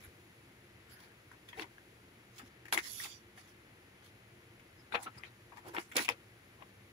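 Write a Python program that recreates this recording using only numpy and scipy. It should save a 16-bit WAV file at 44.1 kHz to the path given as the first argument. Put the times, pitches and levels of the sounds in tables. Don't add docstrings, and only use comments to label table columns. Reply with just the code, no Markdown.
import sys
import numpy as np
from scipy import signal
from scipy.fft import rfft, irfft
from scipy.io import wavfile
from scipy.ndimage import uniform_filter1d, map_coordinates

SR = 44100
rng = np.random.default_rng(int(sys.argv[2]) if len(sys.argv) > 2 else 0)


def gain_from_decibels(decibels):
    exponent = np.asarray(decibels, float) / 20
    return 10 ** exponent


def file_out(sig):
    cols = np.atleast_2d(sig).T
    lim = np.clip(cols, -1, 1)
    pcm = np.round(lim * 32767).astype(np.int16)
    wavfile.write(sys.argv[1], SR, pcm)


N = 305171
PORT_LAG_S = 0.00018

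# (f/Hz, level/dB per Hz)
PAPER_LEFT = [(150, -84.5), (330, -72.5), (480, -76), (600, -75.5), (780, -66.5), (1400, -61),
              (2200, -51.5), (3500, -62.5), (4600, -80), (5600, -102), (7300, -79), (9000, -99),
              (12000, -100), (15200, -101)]
PAPER_RIGHT = [(150, -90.5), (350, -75), (650, -92), (1200, -71.5), (2200, -65), (4000, -72.5),
               (6500, -76.5), (8500, -84.5), (9300, -87.5), (11000, -73.5), (12500, -91), (13700, -91),
               (15200, -80.5)]


def paper():
    fibres = crackle(rate=2800, spread_db=1.0, smear_s=0.0019,
                     noise=patchy(depth_db=2.0, hold_s=0.04, step_oct=0.111))
    rubbing = crackle(rate=3500, spread_db=2.8, smear_s=0.0018,
                      noise=patchy(depth_db=5.2, hold_s=0.05, step_oct=0.06))
    snapping = rng.choice([-1.0, 1.0], (2, N))
    rubbing = mirrored(rubbing, snapping[:, ::-1])
    sliding, pan_db = rustle()
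    clicks, tails, rings = creases(fibres)

    hz = np.fft.rfftfreq(2048, 1 / SR)
    ports = gain_from_decibels(np.array([on_log(PAPER_LEFT, hz), on_log(PAPER_RIGHT, hz)]))
    above_flex, above_body = [1 / (1 + (edge / (hz + 1)) ** 6) for edge in (900, 4000)]
    bands = 1 - above_flex, above_flex - above_body, above_body
    no_rumble = 1 + (180 / (hz + 1)) ** 4

    out = rings * gain_from_decibels(np.array([[3.0], [-3.5]]))
    for band, alike, slide, click, tail in zip(bands, (0.8, 0.45, 0.3), sliding, clicks, tails):
        colour = ports * np.sqrt(band / no_rumble + 1e-8)
        colour /= np.sqrt(np.mean(colour ** 2) / 2)
        push = slide * rubbing + gain_from_decibels(4.0) * click * snapping + tail * fibres
        push[0] = alike * push[1] + np.sqrt(1 - alike ** 2) * push[0]
        for port in range(2):
            out[port] += signal.fftconvolve(push[port], causal(20 * np.log10(colour[port])))[:N]

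    turn_db = 1.22 * (pan_db - 8.5)
    left = delay(out[0], PORT_LAG_S) * gain_from_decibels(turn_db / 2)
    right = out[1] * gain_from_decibels(-turn_db / 2)
    return np.array([left, right]) + scuffs(mirrored(fibres, snapping[::-1])) + pops()


# (t/s, peak level/dB, panel ring f/Hz, crisp level/dB re peak, crackle tail level/dB re peak)
CREASES = [(0.902, -53, 1460, -15, 0), (1.002, -51.5, 980, -6, -7), (1.316, -42.5, 1600, -17.5, -4),
           (1.487, -39.5, 3370, -18.5, -1), (1.53, -40.5, 1780, -35, -1), (1.575, -44, 804, -24, 7),
           (1.595, -31.5, 815, -33, -27), (1.595, -32, 2720, -27, -12),
           (1.621, -34, 2170, -19, -0.5), (1.781, -42, 1610, -25, -14), (2.38, -53, 3300, -1, 3),
           (2.394, -42.5, 1820, -35, 2.5), (2.459, -55, 1160, -11.5, 2),
           (2.654, -37, 1800, -17.5, -5.5), (2.682, -40, 1850, -15.5, -3.5),
           (2.725, -18, 1620, -10, -5.5), (2.733, -26, 1290, -8.5, -6),
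           (2.7746, -18.5, 2110, -26, -7.5), (2.849, -58, 1900, 1, -3),
           (2.998, -38.5, 1850, -33, 0), (3.057, -37, 2050, -29, -4), (3.375, -44.5, 1820, -28, 2),
           (4.594, -54, 2400, -20, 6), (4.922, -31, 1480, -27, -2), (4.944, -26, 810, -35, -11),
                    (4.9543, -21, 810, -27, -7), (5.235, -33, 1990, -23, -8.5), (5.523, -55, 915, -14, -15),
                    (5.57, -42.5, 1790, -15, 0.5), (5.747, -32.5, 1500, -20, -2),
                    (5.766, -24, 1800, -44, -10.5), (5.783, -22, 2100, -31, -16),
                    (5.917, -56, 2580, -16, -17), (5.955, -36.5, 1220, -3.5, -23),
                    (5.965, -23, 2370, -5.5, -2.5), (5.981, -24, 2940, -16, -9),
                    (6.018, -29.5, 2620, -12.5, 1), (6.047, -31.5, 2490, -8.5, -6),
                    (6.081, -24, 2730, -30, -19), (6.088, -11.5, 2520, -21, -15),
                    (6.097, -33, 2210, -7, -28), (6.623, -40, 1110, -32, -16)]


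def creases(fibres):
    clicks, tails, rings = np.zeros((3, N)), np.zeros((3, N)), np.zeros((2, N))
    t = np.arange(int(0.15 * SR)) / SR
    reach_s, thud_db, body_db, ring_s = 0.001, -20.5, -10.5, 0.002
    for s, db, hz, crisp_db, tail_db in CREASES:
        start = int((s + reach_s) * SR)
        at = slice(start, start + len(t))
        bands = gain_from_decibels(db + np.array([[thud_db], [body_db], [crisp_db + 1.0]]))
        clicks[:, at] += bands * np.exp(-t / 0.0012)
        gate = 1 / (1 + (t / 0.029) ** 6)
        tail = np.minimum(t / 0.0021, 1) * gain_from_decibels(tail_db - 60 * t / 0.12) * gate
        tails[:, at] += bands * tail
        struck = np.sin(2 * np.pi * hz * t) * np.exp(-t / ring_s) * np.minimum(t / 0.00028, 1)
        shaken = resonance(resonance(tail * fibres[:, at], hz, hz / 4), hz, hz / 4.1)
        rings[:, at] += gain_from_decibels(db - 3.0) * struck + gain_from_decibels(db - 1.5) * shaken
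    return clicks, tails, rings


# (t/s, peak level/dB,
# f/Hz, ring/ms, left minus right level/dB)
POPS = [(1.315, -44, 1600, 3.3, 6), (1.531, -45, 980, 4, 12), (1.574, -46, 3780, 2, -2),
        (1.595, -30.5, 2700, 2.3, 3), (1.598, -37.5, 4370, 1.7, -9), (1.605, -39, 3630, 2.3, 0),
        (1.624, -38, 2060, 2.7, 10), (1.781, -49, 1600, 2.5, 7), (2.682, -45, 1900, 1.6, 7),
        (2.7247, -19.5, 2930, 1.2, -3), (2.7335, -25, 10400, 1, -14), (2.7758, -14, 2110, 1.5, 9),
        (2.778, -26.5, 7400, 1, -9), (3.001, -37.5, 1890, 5.4, 18), (3.035, -46, 4960, 3.3, -7),
        (3.06, -43, 1940, 2.6, 17), (3.376, -46, 1900, 1.8, 7), (4.925, -42, 3640, 3, 3),
        (4.946, -35, 4340, 2.2, 3), (4.957, -34, 4070, 2, 10), (4.957, -34, 1580, 2.5, 5),
        (5.181, -47, 4860, 4.3, 3), (5.2358, -23, 2250, 0.52, 5), (5.522, -40, 1040, 2.4, 8),
        (5.765, -26.5, 2200, 1.5, 10), (5.766, -43, 4320, 1.5, 0), (5.782, -31.5, 2850, 2.2, 12),
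        (5.967, -20, 2280, 2, -5), (5.968, -24, 6800, 1, -12), (5.981, -29, 1870, 1.8, -2),
        (6.082, -27, 2450, 1, 5), (6.09, -29.5, 5400, 1.2, -19), (6.089, -34, 7500, 1, -17),
        (6.089, -27, 1150, 1.6, 5), (6.098, -33, 5050, 2, -10), (6.098, -34, 2080, 1.5, 5),
        (6.099, -28.5, 880, 1.9, 11), (6.623, -47, 1080, 2.7, 5),
        (1.3155, -50, 1000, 3.4, 11), (1.487, -47, 3500, 3, 0), (1.53, -50, 1900, 4, 6),
              (1.5955, -35, 810, 3, 4), (1.5955, -46, 6300, 1.7, -10), (2.381, -52, 3300, 2, 0),
              (2.381, -50, 5260, 1.5, -8), (2.397, -49, 2100, 3, 5), (2.654, -48, 1790, 1.8, 6),
              (2.7257, -26, 890, 2.1, 5), (2.789, -35, 2090, 3, 5), (3.045, -36, 2650, 3.5, 8),
              (3.376, -51.5, 1220, 3, 8), (4.9455, -32, 2000, 1.5, 6), (4.947, -28, 910, 2.9, 8),
              (5.066, -39, 1337, 8, 3), (5.749, -33, 1550, 2, 5), (5.754, -36, 870, 2.5, 4),
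              (5.916, -42, 1910, 3, 5), (5.957, -42, 4300, 2, -5), (5.972, -30.5, 560, 6.9, 9),
              (5.974, -29, 2600, 1.5, -2), (5.9803, -24, 2500, 1.8, 0), (5.9815, -24, 3500, 1.4, -3),
              (5.999, -37, 1800, 2, 0), (6.106, -38, 495, 5, 5), (6.119, -37.5, 536, 5.4, 5),
              (6.623, -50, 2300, 1.5, 3)]


def pops():
    out = np.zeros((2, N))
    ms = 1000 * np.arange(int(0.04 * SR)) / SR
    for s, db, hz, ring_ms, pan_db in POPS:
        ring = np.sin(2 * np.pi * hz * ms / 1000) * np.exp(-ms / ring_ms) * np.minimum(ms / 0.4, 1)
        start = int(s * SR)
        out[:, start:start + len(ms)] += ring * gain_from_decibels(db - 2.5 + np.array([[pan_db], [-pan_db]]) / 2)
    return out


# (peak t/s, rise/ms per 20 dB, fall/ms per 20 dB,
# peak level/dB, hiss level/dB re peak)
SLIDES = [(.044, 148, 73, -59.5, -2), (.922, 42, 94, -64.5, 2.5), (1.04, 68, 59, -59.5, -2.5),
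          (1.317, 2, 24, -66.5, -9), (1.486, 11, 55, -63, -4), (1.599, 43, 42, -45.5, -6.5),
          (2.394, 75, 46, -56, -1), (2.478, 50, 16, -66.5, 2.5), (2.727, 3.5, 69, -33, -7),
          (2.776, 5, 43, -39.5, -9), (2.866, 64, 63, -51.5, 2.5), (3.02, 195, 170, -64, 12.5),
          (3.045, 74, 41, -45, -2), (3.379, 25, 84, -58, -5), (3.5, 126, 55, -72, 3),
          (4.06, 50, 60, -73, 9.5),
          (4.949, 14, 27, -38.5, -24), (5.039, 55, 24, -52.5, 0.5), (5.069, 14, 24, -46.5, -32),
                   (5.176, 58, 56, -60, -7), (5.24, 17, 55, -59, -14), (5.58, 23, 26, -60, -6),
                   (5.68, 42, 50, -52, -11), (5.749, 23, 29, -44, -9), (5.79, 16, 45, -44, -4.5),
                   (5.919, 6, 34, -46, -11), (5.97, 17, 60, -27, -11), (6.03, 61, 53, -49, 4),
                   (6.092, 14, 44, -47.5, -0.5), (6.625, 30, 12, -56, -22)]
# (peak t/s, rise/ms per 20 dB, fall/ms per 20 dB, peak level/dB)
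FLEXES = [(.092, 80, 30, -71), (1.04, 62, 50, -64.5), (1.34, 42, 19, -63), (1.6, 51, 63, -48.5),
          (2.401, 14, 44, -51.5), (2.73, 4, 80, -58), (2.768, 27, 53, -43.5), (2.868, 27, 42, -63),
          (3.056, 20, 28, -48), (3.378, 14, 88, -61), (4.02, 8, 70, -66), (4.95, 34, 58, -43.5),
          (5.071, 22, 26, -45.5), (5.176, 35, 32, -60), (5.28, 52, 42, -69), (5.525, 4, 37, -54),
          (5.685, 65, 47, -49), (5.742, 10, 26, -42.5), (5.787, 34, 26, -37), (5.957, 8.5, 83, -39.5),
          (6.0, 48, 45, -42), (6.093, 10, 47, -50), (6.626, 43, 19, -53)]
# (t/s, left minus right level/dB)
SIDE_DB = [(0, 6), (.95, 8.5), (1.5, 4), (1.66, 8), (2.4, 6), (2.74, 7.5), (2.81, 1.5), (3.04, 4),
           (3.4, 3.5), (4.059, 5), (4.95, 10.5), (5.07, 3), (5.24, 11), (5.6, 7), (5.69, -3), (5.76, 4.5),
           (5.96, -0.5), (6.09, 8.5)]


def rustle():
    gains = np.zeros((3, N))
    for row in FLEXES:
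        swell, at = stroke(*row)
        gains[0, at] += swell
    for *row, hiss_db in SLIDES:
        swell, at = stroke(*row)
        gains[1:, at] += swell * gain_from_decibels(np.array([[0], [hiss_db]]))
    return gains, np.interp(np.arange(N) / SR, *np.transpose(SIDE_DB))


def stroke(s, rise_ms, fall_ms, db):
    ms = 1000 * (np.arange(N) / SR - s)
    at = (ms > -2 * rise_ms) & (ms < 2 * fall_ms)
    away = np.maximum(-ms[at] / rise_ms, ms[at] / fall_ms)
    return gain_from_decibels(db - 20 * away ** 1.6), at


# (middle t/s, rms level/dB, centre f/Hz, width/oct, length/s)
SCUFFS = [(0.048, -60, 11000, 0.074, 0.027), (0.053, -57, 1830, 0.51, 0.028),
          (0.927, -68.5, 4760, 0.15, 0.055), (0.934, -62.5, 11250, 0.076, 0.044),
          (0.96, -65, 1570, 0.31, 0.4), (1.042, -74, 4470, 0.38, 0.054), (1.492, -59, 3435, 0.08, 0.019),
          (1.535, -54.5, 3280, 0.058, 0.019), (1.55, -58, 1820, 0.12, 0.054), (1.58, -56, 790, .2, 0.022),
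          (1.599, -48, 794, 0.19, .015), (1.624, -46, 3320, 0.84, 0.024), (1.629, -48.5, 790, 0.086, 0.02),
          (2.742, -34.5, 890, 0.52, 0.016), (2.738, -41, 10800, 0.5, 0.021),
          (2.791, -34, 2040, 0.67, 0.014), (2.862, -52, 1890, 0.21, 0.055), (2.94, -54.5, 6000, .5, .1),
          (2.955, -50, 11100, 0.15, 0.17), (3.043, -49, 2900, 0.81, 0.039), (3.122, -56, 3300, 0.13, 0.043),
          (3.133, -63.5, 5850, 0.08, 0.11), (3.13, -62, 4870, 0.11, 0.098), (3.11, -61.5, 7000, .08, 0.084),
          (3.04, -52, 7000, .1, .03), (5.53, -50, 913, 0.23, 0.02), (5.57, -69, 4200, 0.7, 0.021),
          (5.577, -49.5, 950, 0.3, 0.024), (5.662, -57.5, 800, 1, 0.04), (5.684, -62, 10900, 0.29, 0.016),
          (5.693, -67, 5185, 0.49, 0.041), (5.814, -66, 7000, 0.94, 0.1), (5.978, -34.5, 1150, .4, 0.013),
          (5.984, -38, 2970, 0.26, 0.014), (5.985, -37.5, 1540, 0.3, 0.042),
          (6.055, -48, 2500, 0.39, 0.044), (6.093, -42, 840, 0.36, 0.016),
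          (6.122, -47.5, 2700, 0.94, 0.021)]
# (middle t/s, rms level/dB, centre f/Hz, width/oct, length/s)
DRAGS = [(4.93, -43, 3700, 0.17, 0.013), (4.935, -61.5, 9500, 0.28, 0.028), (4.944, -31, 860, 0.48, 0.011),
         (4.95, -50, 3900, 0.12, 0.027), (4.956, -32, 1300, 0.81, 0.0098), (4.984, -46.5, 780, 0.3, 0.048),
         (5.024, -50, 910, 0.4, 0.028), (5.032, -43.5, 8500, 0.34, 0.012), (5.074, -44, 1330, 0.12, 0.021),
         (5.155, -57.5, 2100, 0.98, 0.018), (5.186, -62, 9000, 0.45, 0.015), (5.185, -56, 4950, .1, 0.015),
         (4.8, -66, 5100, 0.07, 0.044), (5.052, -62, 3900, .12, .03), (5.05, -65, 6000, .1, .025),
         (5.2, -61, 1260, 0.16, .04), (5.275, -62, 3750, .15, 0.036), (5.253, -53, 2250, 0.45, 0.014),
         (5.266, -57.5, 2100, 1, 0.04), (5.9, -64, 9900, 0.27, 0.025)]
# (f/Hz, left minus right level/dB)
PORT_TILT = [(1000, 7.5), (2200, 3), (4600, -15), (11000, -15.5)]


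def scuffs(rubbing):
    out = np.zeros((2, N))
    rows = [(*row, on_log(PORT_TILT, row[2])) for row in SCUFFS]
    rows += [(*row, 1.5) for row in DRAGS]
    for s, db, hz, octaves, length, pan_db in rows:
        at = slice(max(int((s - 0.08) * SR), 0), int((s + 0.19) * SR))
        t = np.arange(at.start, at.stop) / SR - s
        swell = np.exp(-(2 * t / length) ** 2)
        band = resonance(resonance(rubbing[:, at], hz, hz * octaves), hz, hz * octaves)
        gain = gain_from_decibels(db - 1.0 + np.array([[pan_db], [-pan_db]]) / 2)
        out[:, at] += swell * band / band.std() * gain
    return out


def crackle(rate, spread_db, smear_s, noise):
    sparks = (rng.random(N) < rate / SR) * gain_from_decibels(spread_db * rng.exponential(size=N))
    glow = signal.lfilter([1], [1, -np.exp(-1 / (smear_s * SR))], sparks) + 1e-9
    return glow * noise / np.sqrt(np.mean(glow ** 2))


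def patchy(depth_db, hold_s, step_oct):
    hz, t, z = signal.stft(rng.standard_normal((2, N)), SR, nperseg=512)
    field = rng.standard_normal((80, 600))
    mode, moment = np.meshgrid(np.log2(1 + hz / 2500) / step_oct, t / hold_s, indexing="ij")
    where = mode + 8 + 2.5 * np.sin(t * 9), moment
    modes_db = depth_db * map_coordinates(field, where, order=1)
    noise = signal.istft(z * gain_from_decibels(modes_db), SR, nperseg=512)[1][:, :N]
    return noise / np.sqrt(np.mean(noise ** 2))


# (t/s, extra path/ms, echo share 0-1)
MIRROR = [
    (2.8, .98, 0),
    (2.86, .93, .38),
    (2.93, .87, .35),
    (3.0, .845, .3),
    (3.06, .86, .38),
    (3.12, .85, .52),
    (3.2, .855, .55),
    (3.3, .855, 0),
]


def mirrored(x, even):
    s, path_ms, share = np.transpose(MIRROR)
    n = np.arange(N)
    late = np.interp(n / SR, s, path_ms) * SR / 1000
    share = np.interp(n / SR, s, share)
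    mix = 0.55 * share / share.max()
    x = np.sqrt(1 - mix) * x + np.sqrt(mix) * even
    out = x.copy()
    for k in (1, 2):
        out += share ** k * np.array([map_coordinates(c, [n - k * late]) for c in x])
    return out / np.sqrt(1 + share ** 2 + share ** 4)


# (t/s, peak level/dB, f/Hz, t60/s)
BUMPS = [(0.072, -40.5, 81.5, 0.078), (1.576, -39, 454, 0.1), (1.594, -36, 443, 0.054),
         (1.61, -34.5, 318, 0.078), (1.637, -48, 390, 0.11), (2.429, -35.5, 251, 0.038),
         (2.726, -40, 415, 0.06), (4.943, -31, 485, 0.1), (5.162, -41.5, 116, 0.084),
         (5.66, -49, 383, 0.06), (5.701, -45.5, 337, 0.11), (5.782, -13.5, 330, 0.016),
         (5.77, -45, 201, .1), (5.954, -29.5, 325, 0.056), (5.963, -23.5, 498, 0.06),
         (6.098, -32, 473.5, 0.073), (6.113, -43, 564, 0.056)]


def bumps():
    out = np.zeros(N)
    t = np.arange(int(0.2 * SR)) / SR
    for s, db, hz, t60 in BUMPS:
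        fade = gain_from_decibels(db - 60 * t / max(t60, 0.02))
        flap = np.sin(2 * np.pi * hz * t) * fade * np.minimum(t / 0.011, 1)
        out[int(s * SR):int(s * SR) + len(t)] += flap
    return out


def walls(x):
    t = np.arange(int(0.25 * SR)) / SR
    tails = rng.standard_normal((2, len(t))) * gain_from_decibels(-60 * t / 0.11) * (t > 0.004)
    tails = signal.lfilter([0.5], [1, -0.5], tails)
    return gain_from_decibels(-35.0) * np.array([signal.fftconvolve(c, h)[:N] for c, h in zip(x, tails)])


# (f/Hz, level/dB per Hz)
ROOM_LEFT = [(30, -118), (60, -90), (110, -84.5), (165, -92.5), (330, -91.5), (600, -94.5), (1100, -100),
             (2100, -93), (3800, -106.3), (5600, -112.6), (7000, -110.3), (9000, -121.6), (13500, -131),
             (15200, -123.8)]
ROOM_RIGHT = [(30, -104), (60, -91.5), (110, -84), (165, -93.5), (330, -92.5), (600, -101.7),
              (1100, -100.5), (2100, -99.2), (4500, -107.6), (8200, -119.0), (11000, -106.0), (12500, -115),
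              (13700, -119), (15200, -112.7)]
# (f/Hz, shared part 0-1)
ALIKE = [(60, 0.99), (300, 1), (700, 0.12), (1500, 0.57), (3000, 0.14), (6000, 0.3)]
# (f/Hz, width/Hz, rms level/dB)
FAN = [(115.9, 7.9, -71), (194.6, 14, -74.5), (349.8, 14.3, -71.5), (459.2, 10.6, -79)]
# (t/s, level/dB)
GATE = [
    (0, 4),
    (.8, 1),
    (1.799, 3),
    (2.6, -0.5),
    (3.2, 1),
    (4.4, 1),
    (5.4, 2),
    (6.92, 2),
]


def room():
    hz = np.fft.rfftfreq(N, 1 / SR)
    shared, own = rfft(rng.standard_normal((2, N)))
    alike = np.clip(on_log(ALIKE, hz), 0, 1)
    lag = np.exp(-2j * np.pi * hz * PORT_LAG_S)
    left = (alike * shared * lag + np.sqrt(1 - alike ** 2) * own) * gain_from_decibels(on_log(ROOM_LEFT, hz))
    right = shared * gain_from_decibels(on_log(ROOM_RIGHT, hz))
    tone = irfft(np.sqrt(SR / 2) * np.array([left, right]), N)

    hum = np.zeros(N)
    for f, width_hz, db in FAN:
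        level = gain_from_decibels(db) * np.sqrt(SR / np.pi / width_hz)
        hum += level * resonance(rng.standard_normal(N), f, width_hz)

    hiss = signal.sosfilt(signal.butter(2, 4000, "high", fs=SR, output="sos"), tone)
    gate_db = np.interp(np.arange(N) / SR, *np.transpose(GATE))
    gated = (tone - hiss) * gain_from_decibels(0.14 * gate_db) + hiss * gain_from_decibels(gate_db)
    return gated * gain_from_decibels(0.5 * walk(3) + 0.5 * walk(12)) + hum


def walk(rate):
    k = int(SR / rate)
    return 0.36 * uniform_filter1d(np.repeat(rng.standard_normal(N // k + 1), k), k)[:N]


def on_log(table, hz):
    f, v = np.transpose(table)
    return np.interp(np.log(hz + 1), np.log(f), v)


def causal(db):
    cep = irfft(db * np.log(10) / 20)
    half = len(cep) // 2
    cep[1:half] *= 2
    cep[half + 1:] = 0
    return irfft(np.exp(rfft(cep)))[:half]


def delay(x, s):
    return irfft(rfft(x) * np.exp(-2j * np.pi * np.fft.rfftfreq(len(x), 1 / SR) * s), len(x))


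def resonance(x, hz, width_hz):
    return signal.lfilter(*signal.iirpeak(hz, hz / width_hz, fs=SR), x)


def scene():
    sheet = paper()
    return sheet + walls(sheet) + bumps() + room()


def top_cut(x):
    return signal.sosfilt(signal.butter(12, 16780, fs=SR, output="sos"), x)


def record(dry):
    mix = signal.sosfilt(signal.ellip(10, 0.3, 60, 15600, fs=SR, output="sos"), dry)
    return top_cut(mix)


dry = scene()
out = record(dry)
file_out(out)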